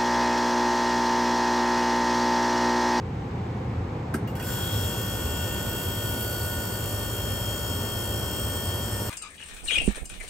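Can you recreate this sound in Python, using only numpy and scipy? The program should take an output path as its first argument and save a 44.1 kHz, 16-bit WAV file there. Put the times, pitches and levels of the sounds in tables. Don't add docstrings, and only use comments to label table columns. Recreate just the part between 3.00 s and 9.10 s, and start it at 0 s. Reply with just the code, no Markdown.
import sys
import numpy as np
from scipy import signal
from scipy.fft import rfft, irfft, next_fast_len
from scipy.io import wavfile
from scipy.ndimage import uniform_filter1d

SR = 44100
rng = np.random.default_rng(int(sys.argv[2]) if len(sys.argv) > 2 else 0)


def materialize(psi):
    bounded = np.clip(np.atleast_2d(psi).T, -1, 1)
    quanta = np.round(bounded * 32767).astype(np.int16)
    wavfile.write(sys.argv[1], SR, quanta)


N = 268877
TIME = np.arange(N) / SR

# pitch in Hz, level in dB per Hz.
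SLOW_AIR_COLOUR = [(15, -82), (25, -45), (43, -12.5), (117, -4.5), (326, -13.5), (476, -15.5), (516, -13.5),
                   (591, -32), (775, -17), (1440, -30.5), (2160, -32.5), (2760, -37.5), (8140, -53.5),
                   (10100, -60.5), (16000, -68)]
FULL_AIR_COLOUR = [(25, -32), (42, -11.5), (58, -5.5), (90, 2), (112, -4.5), (135, -8), (200, -8),
                   (300, -12.5), (520, -13), (680, -16), (1000, -18.5), (1400, -26.5), (2000, -30),
                   (2400, -31.5), (4000, -72)]
# multiple of the shudder's pitch, level in dB per Hz.
CABINET_COLOUR = [(0.37, -47), (0.62, -13), (1, 7), (1.4, -2), (1.75, -13), (2.5, -19.5), (3.75, -51),
                  (12, -74)]
# pitch in Hz, level in dB per Hz.
SNAP_COLOUR = [(200, 6), (550, 9), (900, -1), (1500, 14.5), (2300, 1), (3600, -11), (5500, -2), (7000, -7),
               (9500, 7), (12000, -7), (16000, -12)]
# pitch in Hz, level in dB per Hz.
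GAS_COLOUR = [(600, -10.5), (1500, 6.5), (2050, -13), (2900, 1.5), (3500, -2), (3950, -9.5), (4400, 4.5),
              (4900, -0.5), (5500, 1.5), (6200, 0), (7200, 1), (8600, 8), (9300, 2.5), (9900, -10.5),
              (12800, 6), (16000, -1.5)]
# pitch in Hz, level in dB per Hz.
REED_COLOUR = [(8000, -52), (11000, -3), (12800, -5.5), (13600, -1), (14800, -8), (16000, 3)]
# pitch in Hz, level in dB per Hz.
TICK_COLOUR = [(700, -12), (1600, 3), (2200, -3), (2850, 9), (3600, -9), (5000, -10), (9000, -15),
               (16000, -7)]

# pitch in Hz, level at low speed in dB,
# level at full speed in dB, waver from 0 to 1.
HUM_TONES = [(87.4, -41, -44, 0), (104.95, -41.5, -38, 0.05), (118.2, -36, -42.5, 0.33)]
# start in seconds, rise time in seconds, peak level in dB, pitch in Hz.
SHUDDER_EVENTS = [(0.4, 0.19, -35.5, 88), (1.49, 0.08, -30.5, 110), (1.62, 0.15, -31.5, 87),
                  (2.14, 0.18, -32, 77), (5.55, 0.17, -37.5, 86)]
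# delay after the switch time in seconds, strength in dB.
CONTACT_BOUNCES = [(0.0035, 0), (0.011, -6), (0.023, -22)]
# pitch in Hz, level in dB, seconds to fall by 60 dB.
PANEL_RINGS = [(221, -24, 0.2), (298, -35, 0.1), (387, -30, 0.086), (1380, -28.5, 0.09), (1630, -36, 0.1),
               (2078, -39.5, 0.17), (2340, -49, 0.13), (2850, -53, .12), (4730, -53, 0.12),
               (5170, -51.5, 0.1), (5830, -48.5, 0.11)]

# pitch in Hz, width in Hz, level in dB,
# pan in dB (added on the left, taken off on the right).
PIPE_RINGS = [(57, 12, -48, 5), (359, 28, -63, 10.5), (433, 160, -51.5, -9), (943, 14, -54, 5.5),
              (1133, 63, -59, 6.5), (1270, 75, -67, 2), (1404, 18, -57.5, 0), (1524, 7.3, -60.5, -7.5),
              (1808, 16, -54, -0.5), (7000, 67, -60, 8.5)]
# pitch in Hz, width in Hz, pan in dB, level outside the swell in dB,
# top of the swell in seconds, its half-length in seconds, its height in dB.
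CASING_SWELLS = [(586.4, 8.1, 0, -55.5, 3.4, 3.6, 7), (3228, 12, -1, -71.5, 1.9, 0.5, 22),
                 (1524, 160, -2, -61, 1.46, 0.59, 11), (2757, 37, 2.5, -60.5, 2.5, 0.82, 11),
                 (2796, 26, 7, -59, 5.6, 0.98, 2.5), (1783, 81, 5, -71, 1.5, 0.34, 11),
                 (3600, 450, -1, -73.5, 1.65, 0.81, 22.5), (4350, 130, 6.5, -72, 5.7, 2.1, 9),
                 (4540, 21, 2.5, -63, 3.44, 0.41, 14), (5180, 110, 6.5, -64, 1.66, 0.38, 7),
                 (5310, 98, 7.5, -65.5, 5.1, 1.4, 10), (5550, 34, 10, -61.5, 6, 0.51, 1),
                 (5600, 250, 7, -72, 2, 0.9, 17), (6910, 29, -1, -64, 4.64, 0.28, 14.5),
                 (7020, 24, -5, -65.5, 3.9, 0.51, 4), (7380, 20, 7, -62, 2, 0.96, 6),
                 (7820, 18, 3, -68.5, 2.9, 0.55, 16.5), (8320, 98, 1, -57.5, 5.5, 0.96, 14),
                 (8400, 93, 3, -59.5, 3.65, 0.62, 10), (11180, 390, 0.5, -48, 3.05, 0.36, 4),
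                 (13270, 73, 0, -59.5, 3.15, 0.5, 13.5), (14500, 600, 4, -66.5, 1.6, 0.7, 17)]
# time in seconds, level in dB before the slap's own changes.
SLAP_LEVEL = [(1.5, -42), (2.37, -43), (2.87, -38), (4.65, -42.5), (5.57, -39), (6.05, -54)]
# time in seconds, strength in dB.
MOUNT_KNOCKS = [(1.275, -45), (1.353, -43), (1.399, -42)]
# pitch in Hz, level in dB, seconds to fall by 60 dB.
MOUNT_RINGS = [(1870, -8, 0.08), (2810, -4, 0.12), (2920, -9, 0.07), (4620, -11, 0.07), (5930, -12, 0.08),
               (8760, -12, 0.079)]
# pitch in Hz, change in dB.
SQUEAL_SWELL = [(1200, -50), (1550, -16), (1800, -4), (2100, -9), (2500, -6.5), (2780, 0), (3000, -10),
                (3500, -50)]
# time in seconds, level in dB.
CAVITY_RING_LEVEL = [(1.33, -70), (1.37, -56), (1.42, -48), (1.5, -45.5), (1.63, -39), (2.2, -42.5),
                     (3.0, -39.5), (3.55, -44.5), (3.9, -44), (4.3, -39), (5.75, -40), (6.1, -45.5)]
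# time in seconds, level in dB before SHELL_TRIM_DB.
SHELL_RING_LEVEL = [(1.33, -74), (1.37, -46), (1.53, -44), (1.85, -47), (2.62, -42.5), (2.83, -45.5),
                    (3.48, -39.5), (3.77, -45), (6.1, -48.5)]

# pitch in Hz, likeness from 0 to 1.
SIDE_LIKENESS = [(60, 1), (140, 1), (300, 0.99), (520, 0.82), (800, 0.2), (1700, 0.3), (3000, 0.38),
                 (5500, 0.12), (7500, 0.92), (10000, 1)]
# pitch in Hz, lead in radians.
LEFT_LEAD = [(0, 0), (1700, -.1), (3300, 1.4), (4500, .8), (5400, 1), (6300, 0), (7300, -.2), (8400, -1.3),
             (10000, -3.14), (13300, -6.28), (14300, -6.6), (16000, -8.8)]

FAN_HALF_S, FAN_RISE_S = 1.44, 0.69
SLOW_AIR_DB, FULL_AIR_DB, DRAUGHT_LACK_DB, DRAUGHT_S = -31, -32.5, 3.5, 0.17
SWITCH_S, SWITCH_DB, SWITCH_T60_S = 1.1402, -32, 0.088
FIRST_STROKE_S, START_TURNS_PER_S, RUN_UP_S = 1.2745, 8.45, 0.1
FULL_TURNS_PER_S, SAG_TURNS_PER_S2 = 58.68, 0.068
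FORCE_POWER = 0.78
VALVE_DB, PUFF_DB, ROOM_T60_S = -46, -40.5, 0.4
REED_S = 0.0024
CHATTER_PER_S, CHATTER_S = 640, 0.016
TICK_DB, TICK_T60_S = -4.5, 0.14
SLOTS_PER_TURN, SLOT_DB = 70, -43.5
CAVITY_HZ, CAVITY_EXCESS_HZ, SHELL_HZ, SHELL_EXCESS_HZ, PRESSURE_S = 3211, 102, 1461, 30, 1.25
CAVITY_SWING_HZ, SHELL_SWING_HZ, CAVITY_LAG_TURNS = 38, 21, 0.44
CAVITY_WIDTH_HZ, SHELL_WIDTH_HZ = 9.4, 11
CAVITY_PAN_DB, SHELL_PAN_DB, SHELL_TRIM_DB = 2.5, -2.5, -0.9
CUTOFF_HZ = 15750


def from_db(db):
    return np.exp(np.asarray(db) * (np.log(10) / 20))


def rms_one(x):
    return x / np.sqrt(np.mean(x ** 2) + 1e-20)


def since(start_s):
    return np.maximum(TIME - start_s, 0)


def over_time(rows):
    seconds, level = np.transpose(rows)
    return np.interp(TIME, seconds, level)


def at_hz(points, hz):
    knots, values = np.transpose(points)
    return np.interp(np.log(np.maximum(hz, 1)), np.log(knots), values)


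def panned(x, pan_db):
    return x * from_db([[pan_db], [-pan_db]])


def later(x, delay_s):
    return np.interp(TIME - delay_s, TIME, x, left=0)


def drift(rate_hz):
    hz = np.fft.rfftfreq(N, 1 / SR)[:N // 128]
    spectrum = rfft(rng.standard_normal(2 * len(hz)))[:-1]
    slow = rms_one(irfft(spectrum / (1 + (hz / rate_hz) ** 2)))
    return np.interp(TIME, np.linspace(0, N / SR, len(slow)), slow)


def noise(colour, size=N):
    length = next_fast_len(size, True)
    hz = np.fft.rfftfreq(length, 1 / SR)
    mid, side = rfft(rng.standard_normal((2, length))) * from_db(at_hz(colour, hz))
    alike = at_hz(SIDE_LIKENESS, hz)
    both = np.sqrt(1 + alike) * mid + np.sqrt(1 - alike) * side * [[1], [-1]]
    return rms_one(irfft(both, length)[:, :size])


def burst(colour, t60_s, crack, crack_s):
    t = TIME[:SR // 2]
    fade = from_db(-60 * t / t60_s) + crack * np.exp(-t / crack_s)
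    return noise(colour, size=len(t)) * fade


def played(clicks, response):
    return signal.fftconvolve(clicks[None], np.atleast_2d(response))[:, :N]


def ring(clicks, hz, width_hz):
    spin = np.exp(2j * np.pi * np.cumsum(hz * np.ones(N)) / SR)
    keep = np.exp(-np.pi * width_hz / SR)
    swell = signal.lfilter([1], [1, -keep], clicks / spin + 1e-18)
    return (spin * swell).imag


def struck(clicks, modes, lag_s):
    out = 0
    for hz, db, t60_s in modes:
        mode = from_db(db) * ring(clicks, hz, np.log(1000) / (np.pi * t60_s))
        out = out + later(mode, lag_s * (0.5 + rng.random()))
    return out


def scattered(x, echo=0.53, path_s=0.0047):
    length = next_fast_len(N + SR // 4, True)
    spectrum, hz = rfft(x, length), np.fft.rfftfreq(length, 1 / SR)
    for delay_s in path_s * np.geomspace(0.5, 2, 3):
        trip = np.exp(-2j * np.pi * hz * delay_s)
        spectrum = spectrum * (trip - echo) / (1 - echo * trip)
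    return irfft(spectrum, length)[..., :N]


def fan(waver_hz=10.0):
    full = 1 / (1 + np.exp((FAN_HALF_S - TIME) / FAN_RISE_S))
    slow_air = from_db(SLOW_AIR_DB) * np.sqrt(1 - full) * noise(SLOW_AIR_COLOUR)
    full_air = from_db(FULL_AIR_DB) * np.sqrt(full) * noise(FULL_AIR_COLOUR)
    out = from_db(-DRAUGHT_LACK_DB * np.exp(-TIME / DRAUGHT_S)) * (slow_air + full_air)
    for hz, slow_db, full_db, waver in HUM_TONES:
        unrest = 1 + waver * (drift(waver_hz) + 1j * drift(waver_hz))
        tone = unrest * np.exp(2j * np.pi * (hz * TIME + rng.random()))
        out = out + from_db(slow_db + full * (full_db - slow_db)) * rms_one(tone.real)
    return out


def shudder():
    out = 0
    for start_s, rise_s, db, hz in SHUDDER_EVENTS:
        age = since(start_s) / rise_s
        swell = (age * np.exp(1 - age)) ** 2
        out = out + from_db(db) * swell * noise(np.array(CABINET_COLOUR) * [hz, 1])
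    return out


def thermostat(crack=0.27, tail_db=-13, tail_t60_s=0.24):
    clicks = np.zeros(N)
    for after_s, db in [(0.0003, 0)] + CONTACT_BOUNCES:
        clicks[round((SWITCH_S + after_s) * SR)] += from_db(db)
    snap = burst(SNAP_COLOUR, SWITCH_T60_S, crack, crack_s=0.0022)
    tail = from_db(tail_db) * burst(SNAP_COLOUR, tail_t60_s, crack=0, crack_s=1)
    clack = from_db(SWITCH_DB) * played(clicks, snap + tail)
    return clack + struck(clicks, PANEL_RINGS, lag_s=0.0045)


def crank_speed():
    t = since(FIRST_STROKE_S)
    run_up = START_TURNS_PER_S * np.exp(t / RUN_UP_S)
    return np.minimum(run_up, FULL_TURNS_PER_S - SAG_TURNS_PER_S2 * t)


def crank_turns():
    return np.cumsum(crank_speed() * (TIME >= FIRST_STROKE_S)) / SR


def force():
    return (crank_speed() / FULL_TURNS_PER_S) ** FORCE_POWER


def strokes():
    speed, turns = crank_speed(), crank_turns()
    steps = np.floor(turns) + np.minimum(turns % 1 * SR / speed, 1)
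    return np.diff(steps, prepend=0) * force()


def valve(clicks, wander=0.7, wander_hz=0.7):
    blend = wander * drift(wander_hz)
    buzz = 0
    for share in (np.cos(blend), np.sin(blend)):
        snap = burst(GAS_COLOUR, ROOM_T60_S, crack=0.13, crack_s=0.001)
        buzz = buzz + played(clicks * share, snap)
    return from_db(VALVE_DB) * rms_one(buzz)


def puffs(clicks, jet=1.9, jet_s=0.014):
    t = TIME[:SR // 2]
    fade = from_db(-60 * t / ROOM_T60_S) ** 2 + jet * np.exp(-t / jet_s)
    power = np.abs(played(clicks, fade)) * force()
    return from_db(PUFF_DB) * rms_one(np.sqrt(power) * noise(GAS_COLOUR))


def shifting(x, echo=0.2, path_s=0.0016, sway_s=0.00005, sway_hz=0.44):
    reflection = np.array([later(side, path_s + sway_s * drift(sway_hz)) for side in x])
    return (x + echo * reflection) / np.hypot(1, echo)


def pipework(clicks, waver_db=1, waver_hz=2.8, travel_s=0.015, uneven=0.41, wander_hz=7):
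    parts = [(hz, width_hz, pan_db, db) for hz, width_hz, db, pan_db in PIPE_RINGS]
    for hz, width_hz, pan_db, db, top_s, half_s, swell_db in CASING_SWELLS:
        swell = swell_db * np.exp(-((TIME - top_s) / half_s) ** 2)
        parts.append((hz, width_hz, pan_db, db + swell))
    out = np.zeros((2, N))
    for hz, width_hz, pan_db, db in parts:
        blows = later(clicks, travel_s * rng.random())
        blows = blows * (1 + uneven * drift(FULL_TURNS_PER_S / 2))
        pitch_hz = hz + wander_hz * hz / CAVITY_HZ * drift(waver_hz)
        tone = rms_one(ring(blows, pitch_hz, width_hz))
        out += panned(from_db(db + waver_db * drift(waver_hz)) * tone, pan_db)
    return out


def reed(clicks, fresh=0.97):
    decay = np.exp(-TIME[:SR // 50] / REED_S)
    repeating = rms_one(played(clicks, decay * noise(REED_COLOUR, size=len(decay))))
    hiss = rms_one(played(clicks, decay) * noise(REED_COLOUR))
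    return from_db(over_time(SLAP_LEVEL)) * rms_one(repeating + fresh * hiss)


def mounts(chatter=0.54, crack=0.4):
    blows, rattle = np.zeros((2, N))
    contacts = chatter * rng.standard_normal(N) * (rng.random(N) < CHATTER_PER_S / SR)
    for knock_s, db in MOUNT_KNOCKS:
        rattle += from_db(db) * contacts * (TIME > knock_s) * np.exp(-since(knock_s) / CHATTER_S)
        blows[round(knock_s * SR)] = from_db(db)
    tick = burst(TICK_COLOUR, TICK_T60_S, crack, crack_s=0.002)
    ticks = from_db(TICK_DB) * played(blows, tick)
    return struck(blows + rattle, MOUNT_RINGS, lag_s=0.00085) + ticks


def steady(x, window_s=0.03):
    power = uniform_filter1d(x ** 2, int(window_s * SR))
    return x / np.sqrt(np.abs(power) + np.mean(x ** 2) / 100)


def unsteady(tone, flutter=0.1, flutter_hz=7, rough=0.097, jitter_s=0.000008):
    strength = 1 + flutter * drift(flutter_hz) + rough * drift(FULL_TURNS_PER_S)
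    return later(tone, jitter_s * drift(flutter_hz)) * strength


def whine(clicks, cavity_lag_s=0.004, shell_lag_s=0.001002):
    slack = np.exp(-since(FIRST_STROKE_S) / PRESSURE_S)
    turns = crank_turns()
    cavity_pulse = (1 - slack) * np.cos(2 * np.pi * (turns - CAVITY_LAG_TURNS))
    shell_pulse = np.cos(2 * np.pi * turns)
    cavity_hz = CAVITY_HZ + CAVITY_EXCESS_HZ * slack + CAVITY_SWING_HZ * cavity_pulse
    shell_hz = SHELL_HZ + SHELL_EXCESS_HZ * slack + SHELL_SWING_HZ * shell_pulse
    cavity_db = over_time(CAVITY_RING_LEVEL)
    shell_db = over_time(SHELL_RING_LEVEL) + SHELL_TRIM_DB
    parts = [(cavity_hz, CAVITY_WIDTH_HZ, cavity_lag_s, cavity_db, CAVITY_PAN_DB),
             (shell_hz, SHELL_WIDTH_HZ, shell_lag_s, shell_db, SHELL_PAN_DB)]
    out = 0
    for hz, width_hz, lag_s, db, pan_db in parts:
        tone = later(ring(clicks, hz, width_hz), lag_s)
        out = out + panned(from_db(db) * unsteady(steady(tone)), pan_db)
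    return out


def rotor():
    hz = SLOTS_PER_TURN * crank_speed()
    tone = np.sqrt(2) * np.sin(2 * np.pi * np.cumsum(hz) / SR)
    flutter = 1 + 0.45 * drift(80)
    level = from_db(SLOT_DB + at_hz(SQUEAL_SWELL, hz)) * (TIME > FIRST_STROKE_S)
    return level * flutter * tone


def scene():
    clicks = strokes()
    gas = shifting(valve(clicks) + puffs(clicks))
    rings = scattered(pipework(clicks)) + whine(clicks)
    compressor = gas + rings + reed(clicks) + mounts()
    squeal = scattered(rotor(), path_s=0.0021)
    return fan() + shudder() + thermostat() + compressor + squeal


def record(dry):
    length = next_fast_len(N + SR // 10, True)
    lead = np.interp(np.fft.rfftfreq(length, 1 / SR), *np.transpose(LEFT_LEAD))
    right = irfft(rfft(dry[1], length) * np.exp(-1j * lead), length)[:N]
    bass_cut = signal.butter(2, 22, "high", fs=SR, output="sos")
    top_cut = signal.ellip(12, 0.1, 90, CUTOFF_HZ, fs=SR, output="sos")
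    stereo = signal.sosfilt(bass_cut, [dry[0], right])
    return signal.sosfilt(top_cut, stereo)


dry = scene()
out = record(dry)
materialize(out)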